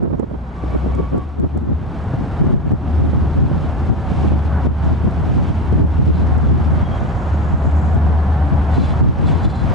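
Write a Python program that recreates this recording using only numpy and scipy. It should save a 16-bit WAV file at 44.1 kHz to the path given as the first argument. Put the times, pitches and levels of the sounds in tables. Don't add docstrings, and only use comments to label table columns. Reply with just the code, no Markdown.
import sys
import numpy as np
from scipy import signal
from scipy.fft import rfft, irfft, next_fast_len
from scipy.io import wavfile
from scipy.ndimage import uniform_filter1d

SR = 44100
rng = np.random.default_rng(int(sys.argv[2]) if len(sys.argv) > 2 else 0)


def int16_out(signal):
    q = np.round(np.clip(np.atleast_2d(signal).T, -1, 1) * 32767)
    wavfile.write(sys.argv[1], SR, q.astype(np.int16))


N = 429534
TIME = np.arange(N) / SR


# (start t/s, end t/s, pitch f/Hz, peak level/dB)
EXHAUST_SWELLS = [(0.1, 0.765, 63.7, -27.5), (0.59, 1.2, 65, -21), (1.056, 2.065, 75.06, -24.5),
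                  (2.55, 3.565, 75.42, -17), (3.45, 4.042, 76.05, -26), (3.91, 5.304, 74.35, -18),
                  (5.465, 6.964, 75.46, -16), (7.229, 9.182, 75.8, -15.5), (8.953, 9.9, 74.7, -27.5)]
SWELL_SHAPE = 0.5
FAR_FROM_S, FAR_HZ, FAR_DB, FAR_WAVER_DB = 1.66, 83.1, -28.5, -4
# (t/s, rel. level/dB)
RUMBLE_LEVEL = [(0.0, -34.5), (0.5, -34.5), (0.9, -29.5), (1.3, -37.5), (2.15, -27.5), (3.2, -26),
                (4.3, -26.5), (4.85, -30), (5.5, -26.5), (9.74, -26.5)]
# (f/Hz, density level/dB)
RUMBLE_COLOUR = [(14, -20), (26, -13.5), (48, -2), (66, 2.5), (82, 4.5), (112, -1.5), (160, -4), (255, -12),
                 (410, -18), (820, -42)]
# (f/Hz, rel. level/dB)
CHURN_MODES = [(140, -0.5), (168, 1.5), (220, -3), (280, -4), (350, -11.5)]
CHURN_DB = -4
# (f/Hz, correlation)
DISTANT_LIKENESS = [(62, 0.77), (255, 0.96), (540, 1), (1020, 0.85), (1850, 0.53), (2650, 0.44),
                    (3350, 0.94), (9100, 1)]

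# (t/s, wheel roar rel. level/dB, hiss of steel rubbing on steel rel. level/dB)
ROLLING = [(0.0, -51.5, -63.5), (0.46, -41, -58.5), (0.76, -36, -50.5), (1.4, -43.5, -59.5),
           (1.75, -42, -59), (1.95, -35, -53), (2.41, -33, -51), (2.56, -35.5, -53.5), (2.8, -36, -54.5),
           (2.92, -35, -52), (4.31, -32.5, -50), (4.45, -35, -51), (4.59, -29, -53), (4.66, -33, -48),
           (4.69, -35.5, -54.5), (4.87, -32, -48.5), (4.96, -35.5, -51), (5.07, -34, -52.5),
           (5.45, -33.5, -47.5), (5.83, -35, -53.5), (6.1, -35.5, -48.5), (6.35, -30, -50.5),
           (6.48, -34, -50.5), (6.75, -31, -49.5), (8.14, -32, -52), (8.87, -29.5, -50),
           (9.09, -31.5, -47.5), (9.36, -30, -47), (9.6, -32.5, -49.5), (9.74, -29, -43.5)]
# (f/Hz, density level/dB)
ROAR_COLOUR = [(155, -12), (360, -11.5), (510, -3.5), (630, -2.5), (780, -2.5), (1050, -6), (1480, -11),
               (2020, -20.5), (2850, -36), (5100, -55)]
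# (f/Hz, density level/dB)
HISS_COLOUR = [(1050, -9.5), (2250, 4.5), (3150, 1), (4250, -5.5), (5250, -9.5), (7100, -14.5),
               (10100, -20)]
# (t/s, level against the roar/dB)
ROAR_RING = [(0, -10), (3, -9), (4.6, -5.5), (6, -8), (7.3, -10), (8.3, -2), (9, -10), (9.74, -9)]
# (f/Hz, rel. level/dB)
RING_MODES = [(680, -3), (755, -0.5), (820, -2), (940, -3.5), (1080, -10), (1480, -13), (1700, -13)]
# (start t/s, end t/s, rel. level/dB)
RUBS = [(4.046, 4.353, -55), (8.686, 8.953, -49), (9.246, 9.35, -45)]
# (t/s, roar level/dB, hiss level/dB)
SPREAD = [(0.8, 5.5, -11), (2.2, -4.5, -0.5), (3.8, -6.5, 2), (5.2, -1.5, 2), (6.6, 3.5, -1.5),
          (9.74, 2.5, -1)]

# (start t/s, end t/s, pitch f/Hz, rel. level/dB, octave above against the main tone rel. level/dB)
SQUEALS = [(0.555, 0.7, 1144, -39.5, -17), (0.69, 0.775, 1136, -37, -9), (0.755, 0.85, 1140, -42, -11),
           (0.865, 0.935, 1147, -37, -18), (0.915, 0.975, 1136, -38, -12), (0.965, 1.03, 1130, -32, -18),
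           (1.005, 1.105, 1138, -37, -19), (1.098, 1.14, 1130, -39.5, -20), (1.13, 1.255, 1130, -35, -26),
           (1.275, 1.365, 1133, -45, -20), (6.8, 6.9, 3249, -47, -28), (6.89, 7.0, 3247, -46.5, -28)]
SQUEAL_WAVER_HZ, SQUEAL_JITTER_HZ = 8, 19
# (start t/s, end t/s, centre f/Hz, width f/Hz, rel. level/dB)
SCRAPES = [(6.9, 8.0, 7000, 380, -66.5), (6.92, 7.97, 6230, 450, -67.5), (7.45, 8.0, 7600, 600, -68)]
# (start t/s, end t/s, rel. level/dB)
GRINDS = [(6.12, 6.25, -59.5), (8.722, 8.777, -47), (8.768, 8.89, -48), (8.872, 8.95, -55),
          (9.256, 9.297, -42), (9.285, 9.433, -54.5), (9.42, 9.477, -44), (9.474, 9.532, -46),
          (9.515, 9.59, -50), (9.57, 9.647, -54)]
# (centre f/Hz, width f/Hz, rel. level/dB)
WHEEL_MODES = [(3470, 26, -1), (3655, 110, -7), (3957, 32, -4.5), (4066, 20, -2), (4300, 380, -7.5),
               (6980, 120, -14)]

# (start t/s, length t/s, rel. 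level/dB, left minus right level/dB)
GUSTS = [(0.002, 0.061, -24.5, -15), (0.094, 0.045, -28, -17), (0.171, 0.065, -23.5, -9.5),
         (0.299, 0.046, -30.5, -13), (0.622, 0.027, -32, 3), (0.729, 0.04, -18.5, -2),
         (0.841, 0.058, -18, 1), (0.929, 0.11, -20.5, -2.5), (1.117, 0.068, -13, -1),
         (1.376, 0.055, -15.5, 2.5), (1.43, 0.026, -15.5, -1), (1.548, 0.03, -17, 2.5),
         (1.606, 0.039, -18, 0.5), (1.67, 0.063, -14.5, 3), (1.837, 0.019, -39, 0), (2.16, 0.076, -21.5, 3),
         (2.397, 0.11, -13, 2.5), (2.524, 0.047, -12, 2), (2.657, 0.024, -19, -2),
         (2.704, 0.045, -9.5, 2.5), (2.99, 0.11, -17.5, -3.5), (3.125, 0.11, -17, -1),
         (3.357, 0.11, -17, 0), (3.496, 0.17, -23.5, -6), (3.891, 0.032, -7, 9), (4.087, 0.12, -26, -3),
         (4.224, 0.14, -15.5, -5), (4.635, 0.082, -13, 2), (4.836, 0.089, -16.5, 1), (5.03, 0.046, -12, 6),
         (5.283, 0.11, -17.5, -2.5), (5.49, 0.016, -11.5, -7), (5.71, 0.047, -12, 1),
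         (5.78, 0.073, -10, 1.5), (5.984, 0.03, -9.5, 2), (6.081, 0.025, -14, 8), (6.18, 0.071, -24, -2),
         (6.418, 0.12, -16.5, -0.5), (6.742, 0.12, -26, -8), (6.993, 0.053, -29, -15),
         (7.508, 0.044, -17, -1), (7.655, 0.029, -14.5, 3.5), (7.93, 0.039, -17, 5), (8.033, 0.11, -26, 3),
         (8.517, 0.026, -12.5, 10), (8.763, 0.072, -13, 1.5), (9.004, 0.04, -15, -6.5),
         (9.06, 0.048, -20.5, -1), (9.185, 0.18, -16.5, 3.5), (9.44, 0.026, -8.5, 4.5),
         (9.615, 0.1, -19.5, 5)]
# (t/s, tilt level per octave/dB)
WIND_TILT = [(0.0, 4), (0.25, 10.5), (1.1, 5), (2.2, -0.5), (8.5, -3.5), (9.2, -2.5), (9.74, -4.5)]
# (t/s, rel. level/dB)
BREEZE = [(0, -27), (0.5, -56), (0.8, -33.5), (1.3, -36), (2.0, -43), (3.0, -27.5), (4.5, -33.5),
          (6.6, -23.5), (7.3, -41.5), (7.8, -32), (8.45, -50), (9.1, -20.5), (9.74, -40.5)]
BREEZE_WAVER_DB, EDDIES_PER_S = 7.5, 6.5
# (f/Hz, density level/dB)
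WIND_COLOUR = [(15, -31), (27, -8), (70, 0), (135, 7), (220, -1.5), (320, -5.5), (500, -17.5), (770, -29),
               (1500, -45), (3000, -66.5), (6000, -85)]
# (f/Hz, correlation)
WIND_LIKENESS = [(42, -0.92), (130, -0.8), (250, -0.61), (600, -0.86), (1250, -0.12)]
# (t/s, rel. level/dB, pitch f/Hz, left minus right level/dB)
THUMPS = [(0.004, -15, 150, -5), (0.026, -15, 190, -12), (0.128, -28, 210, -2), (0.196, -7, 353, -15),
          (0.23, -14, 192, -6), (0.311, -15.5, 202, -5), (0.33, -20, 240, -5), (0.636, -13, 286, -5),
          (0.749, -10, 172, -1), (0.859, -9, 252, 9), (0.998, -11.5, 443, 2), (1.004, -11, 129, 3),
          (1.126, -14, 140, -3.5), (1.151, -8, 172, -7), (1.175, -12.5, 178, 5), (1.442, -14, 227, 1),
          (1.553, -17, 160, -3), (1.572, -10, 181, -8), (1.613, -20, 194, -4), (1.676, -21, 213, 12),
          (1.698, -15, 190, 3), (1.714, -13, 245, 10), (2.135, -7.5, 120, 2), (2.414, -5.5, 170, -5),
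          (2.439, -11, 172, -3), (2.485, -16, 172, -1), (2.546, -14, 213, 4.5), (2.716, -8.5, 189, 13),
          (3.13, -6, 184, -18), (3.511, -8.5, 190, 0), (4.115, -6, 176, -22), (4.244, -9, 316, -11),
          (4.317, -5.5, 170, -3), (4.652, -8, 214, 0), (4.668, -0.5, 150, 24), (5.041, -13, 249, 7),
          (5.069, -9, 195, 9), (5.724, -8, 212, 16), (7.651, -10.5, 177, 2), (8.779, -9, 181, 8),
          (9.06, -12, 190, -3), (9.22, -16, 185, 3), (9.304, -12, 174, -1.0), (9.461, -17, 191, 5),
          (9.642, -10, 203, 2)]
THUMP_DB, THUMP_RISE_S, PUFF_DB, PUFF_HZ = -5, 0.003, -8, 520
# (t/s, rel. level/dB)
TICKS = [(0.032, -47), (0.196, -39.5), (0.9507, -42), (1.1794, -43), (1.3987, -45), (1.575, -41),
         (2.7157, -43), (5.0454, -45), (5.7249, -43), (6.3804, -41), (7.9458, -41), (8.739, -50),
         (9.4978, -50)]

LIMIT_DB, LIMIT_SHARE, LIMIT_RELEASE_DB_PER_S = -4.5, 0.81, 39
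CUTOFF_HZ = 9900


def locomotives():
    far_level = from_db(FAR_DB + FAR_WAVER_DB * drift(0.27))
    notes = exhaust(FAR_HZ) * swell(FAR_FROM_S, np.inf, edge=0.19) * far_level
    for start, end, hz, db in EXHAUST_SWELLS:
        progress = np.clip((TIME - start) / (end - start), 0, 1)
        arch = abs(np.sin(np.pi * progress)) ** SWELL_SHAPE
        notes = notes + exhaust(hz) * from_db(db) * arch
    rumble_db, = in_time(RUMBLE_LEVEL)
    rumble = uneven_noise(RUMBLE_COLOUR, DISTANT_LIKENESS, patchy_db=1.0, rate=7.0)
    rumble = from_db(rumble_db + 6.0) * rumble
    churn = wandering_modes(CHURN_MODES, blur_hz=13, wander=0.03, patchy_db=5)
    churn = from_db(rumble_db + CHURN_DB) * churn
    return notes * from_db([[.7], [-.7]]) + rumble + churn


def exhaust(hz):
    pitch = hz * (1 + .002 * drift(1))
    phase = 2 * np.pi * (np.cumsum(pitch) / SR + rng.random())
    return np.sqrt(2) * np.sin(phase) * from_db(.8 * drift(8))


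def wheels():
    roar_db, hiss_db = in_time(ROLLING)
    roar_spread_db, hiss_spread_db = in_time(SPREAD)
    ring_db, = in_time(ROAR_RING)
    ring = wandering_modes(RING_MODES, blur_hz=16, wander=0.018, patchy_db=4.5)
    roar = uneven_noise(ROAR_COLOUR, DISTANT_LIKENESS, patchy_db=0.92, rate=34)
    roar = roar + from_db(ring_db) * ring
    flares = sum(from_db(db + 2.0) * swell(start, end, edge=0.096) for start, end, db in RUBS)
    rubbing = from_db(hiss_db + 2) + flares
    hiss = rubbing * uneven_noise(HISS_COLOUR, DISTANT_LIKENESS, patchy_db=0.9, rate=59)
    flutter = from_db(0.7 * drift(29))
    hiss = hiss * flutter * from_db([[-.8], [.8]])
    return from_db(roar_db + 0.5) * widen(roar, roar_spread_db) + widen(hiss, hiss_spread_db)


def flanges():
    squeals = sum(squeal(*row) for row in SQUEALS)
    jerks = from_db(4 * np.tanh(drift(35)))
    sizzle = 0
    for start, end, hz, width_hz, db in SCRAPES:
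        ringing = rms_one(resonate(rng.standard_normal(N), hz, width_hz))
        sizzle = sizzle + ringing * jerks * swell(start, end, edge=.045) * from_db(db)
    friction = rng.standard_normal(N)
    wheel = 0
    for hz, width_hz, db in WHEEL_MODES:
        wheel = wheel + from_db(db) * rms_one(resonate(friction, hz, width_hz))
    pressure = sum(from_db(db) * swell(start, end, edge=0.03) for start, end, db in GRINDS)
    return squeals + sizzle + wheel * np.sqrt(jerks) * pressure


def squeal(start, end, hz, db, octave_db):
    pitch = hz + SQUEAL_WAVER_HZ * drift(15) + SQUEAL_JITTER_HZ * drift(150)
    phase = 2 * np.pi * np.cumsum(pitch) / SR
    octave_gain = from_db(octave_db + 3 * np.tanh(drift(30)))
    tone = np.sin(phase) + octave_gain * np.sin(2 * phase)
    flutter = from_db(4 * np.tanh(drift(60)) - 1)
    return tone * flutter * swell(start, end, edge=.032) * from_db(db)


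def wind():
    breeze_db, = in_time(BREEZE)
    breeze = from_db(breeze_db + BREEZE_WAVER_DB * np.tanh(drift(EDDIES_PER_S)))
    shapes = np.array([swell(start - .008, start + length + 0.022, edge=0.026)
                       for start, length, *_ in GUSTS])
    _, _, gust_db, pan_db = np.transpose(GUSTS)
    port_gains = from_db(np.outer([1, -1], pan_db) / 2) * from_db(gust_db - 2.5)
    gusts = port_gains @ shapes
    tilt_db, = in_time(WIND_TILT)
    lumps = np.tanh(drift(45))
    out = 0
    for hz, band in noise_bands(WIND_COLOUR, WIND_LIKENESS):
        octaves = np.clip(np.log2(hz / 200), -2.2, 1.5)
        bursts = from_db((4.5 + 1.4 * octaves) * lumps + 1.5)
        out = out + band * bursts * (gusts + breeze) * from_db(tilt_db * octaves)
    return out


def thumps():
    out = np.zeros((2, N + SR))
    age = TIME[:SR // 10]
    envelope = age / THUMP_RISE_S * np.exp(1 - age / THUMP_RISE_S)
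    dull = signal.butter(3, PUFF_HZ, fs=SR, output="sos")
    for s, db, hz, pan_db in THUMPS:
        puff = rms_one(signal.sosfilt(dull, rng.standard_normal(len(age))))
        knock = envelope * (np.sin(2 * np.pi * hz * age) + from_db(PUFF_DB) * puff)
        ports = rms_one(from_db(np.array([[pan_db], [-pan_db]]) / 2))
        out[:, round(s * SR):][:, :len(age)] += knock * ports * from_db(db + THUMP_DB)
    return out[:, :N]


def ticks():
    out = np.zeros(N)
    for s, db in TICKS:
        first = round(s * SR)
        age = TIME[:N - first][:SR // 20]
        tick = np.exp(-age / 0.0021) * rng.standard_normal(len(age))
        out[first:][:len(age)] += from_db(db + 0.5) * tick
    return resonate(out, hz=6200, width_hz=8000)


def uneven_noise(colour, likeness, patchy_db, rate):
    return sum(band * from_db(patchy_db * drift(rate)) for hz, band in noise_bands(colour, likeness))


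def noise_bands(colour, likeness):
    size = next_fast_len(N, real=True)
    hz = np.maximum(np.fft.rfftfreq(size, 1 / SR), 1)
    lowest, highest = colour[0][0] / 2, 2 * colour[-1][0]
    centres = [c for c in 20 * 2. ** np.arange(10) if lowest < c < highest]
    shares = [np.maximum(1 - abs(np.log2(hz / c)), 0) for c in centres]
    gain = from_db(at_hz(colour, hz))
    gain = gain / np.sqrt(np.mean((gain * sum(shares)) ** 2))
    alike = np.clip(at_hz(likeness, hz), -.99, .99)
    mid, side = rfft(rng.standard_normal((2, size))) * gain
    both = np.sqrt((1 + alike) / 2) * mid + np.sqrt((1 - alike) / 2) * side * [[1], [-1]]
    return [(c, irfft(both * share, size)[:, :N]) for c, share in zip(centres, shares)]


def wandering_modes(modes, blur_hz, wander, patchy_db):
    out = 0
    for hz, db in modes:
        phase = 2 * np.pi * np.cumsum(hz * (1 + wander * drift(2))) / SR
        ringing = drift(blur_hz) * np.cos(phase) + drift(blur_hz) * np.sin(phase)
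        out = out + ringing * from_db(db + patchy_db * np.tanh(drift(4)))
    return rms_one(out)


def resonate(x, hz, width_hz):
    r = np.exp(-np.pi * width_hz / SR)
    top = np.array([1, 0, -1]) * (1 - r * r) / 2
    return signal.lfilter(top, [1, -2 * r * np.cos(2 * np.pi * hz / SR), r * r], x)


def drift(rate):
    r = np.exp(-80 * np.pi * rate / SR)
    chance = rng.standard_normal(N // 40 + 2002)
    slow = signal.lfilter([1], [1, -2 * r, r * r], chance)[2000:]
    return np.interp(np.arange(N) / 40, np.arange(len(slow)), rms_one(slow))


def swell(start, end, edge):
    return np.clip(np.minimum(TIME - start, end - TIME) / edge, 0, 1)


def widen(x, db):
    mid = x.mean(axis=0)
    return mid + (x - mid) * from_db(db)


def in_time(rows):
    s, *columns = np.transpose(rows)
    return [np.interp(TIME, s, column) for column in columns]


def at_hz(points, hz):
    points = np.array(points)
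    return np.interp(np.log(hz), np.log(points[:, 0]), points[:, 1])


def from_db(db):
    return np.exp(np.asarray(db) * (np.log(10) / 20))


def rms_one(x):
    return x / np.sqrt(np.mean(x ** 2) + 1e-20)


def limiter(x):
    peak_db = 20 * np.log10(abs(x).max(axis=0) + 1e-9)
    over_db = np.maximum(peak_db - LIMIT_DB, 0)
    recovery_db = LIMIT_RELEASE_DB_PER_S * TIME
    held_db = np.maximum.accumulate(over_db + recovery_db) - recovery_db
    return x * from_db(-LIMIT_SHARE * uniform_filter1d(held_db, size=128))


def scene():
    return locomotives() + wheels() + flanges() + wind() + thumps() + ticks()


def record(dry):
    faded_in = dry * swell(0, np.inf, edge=0.0028)
    lean = signal.sosfilt(signal.butter(2, 19, "high", fs=SR, output="sos"), faded_in)
    held = limiter(lean)
    rounded = held / (1 + (held / .72) ** 6) ** (1 / 6)
    return signal.sosfilt(signal.ellip(12, .1, 90, CUTOFF_HZ, fs=SR, output="sos"), rounded)


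dry = scene()
out = record(dry)
int16_out(out)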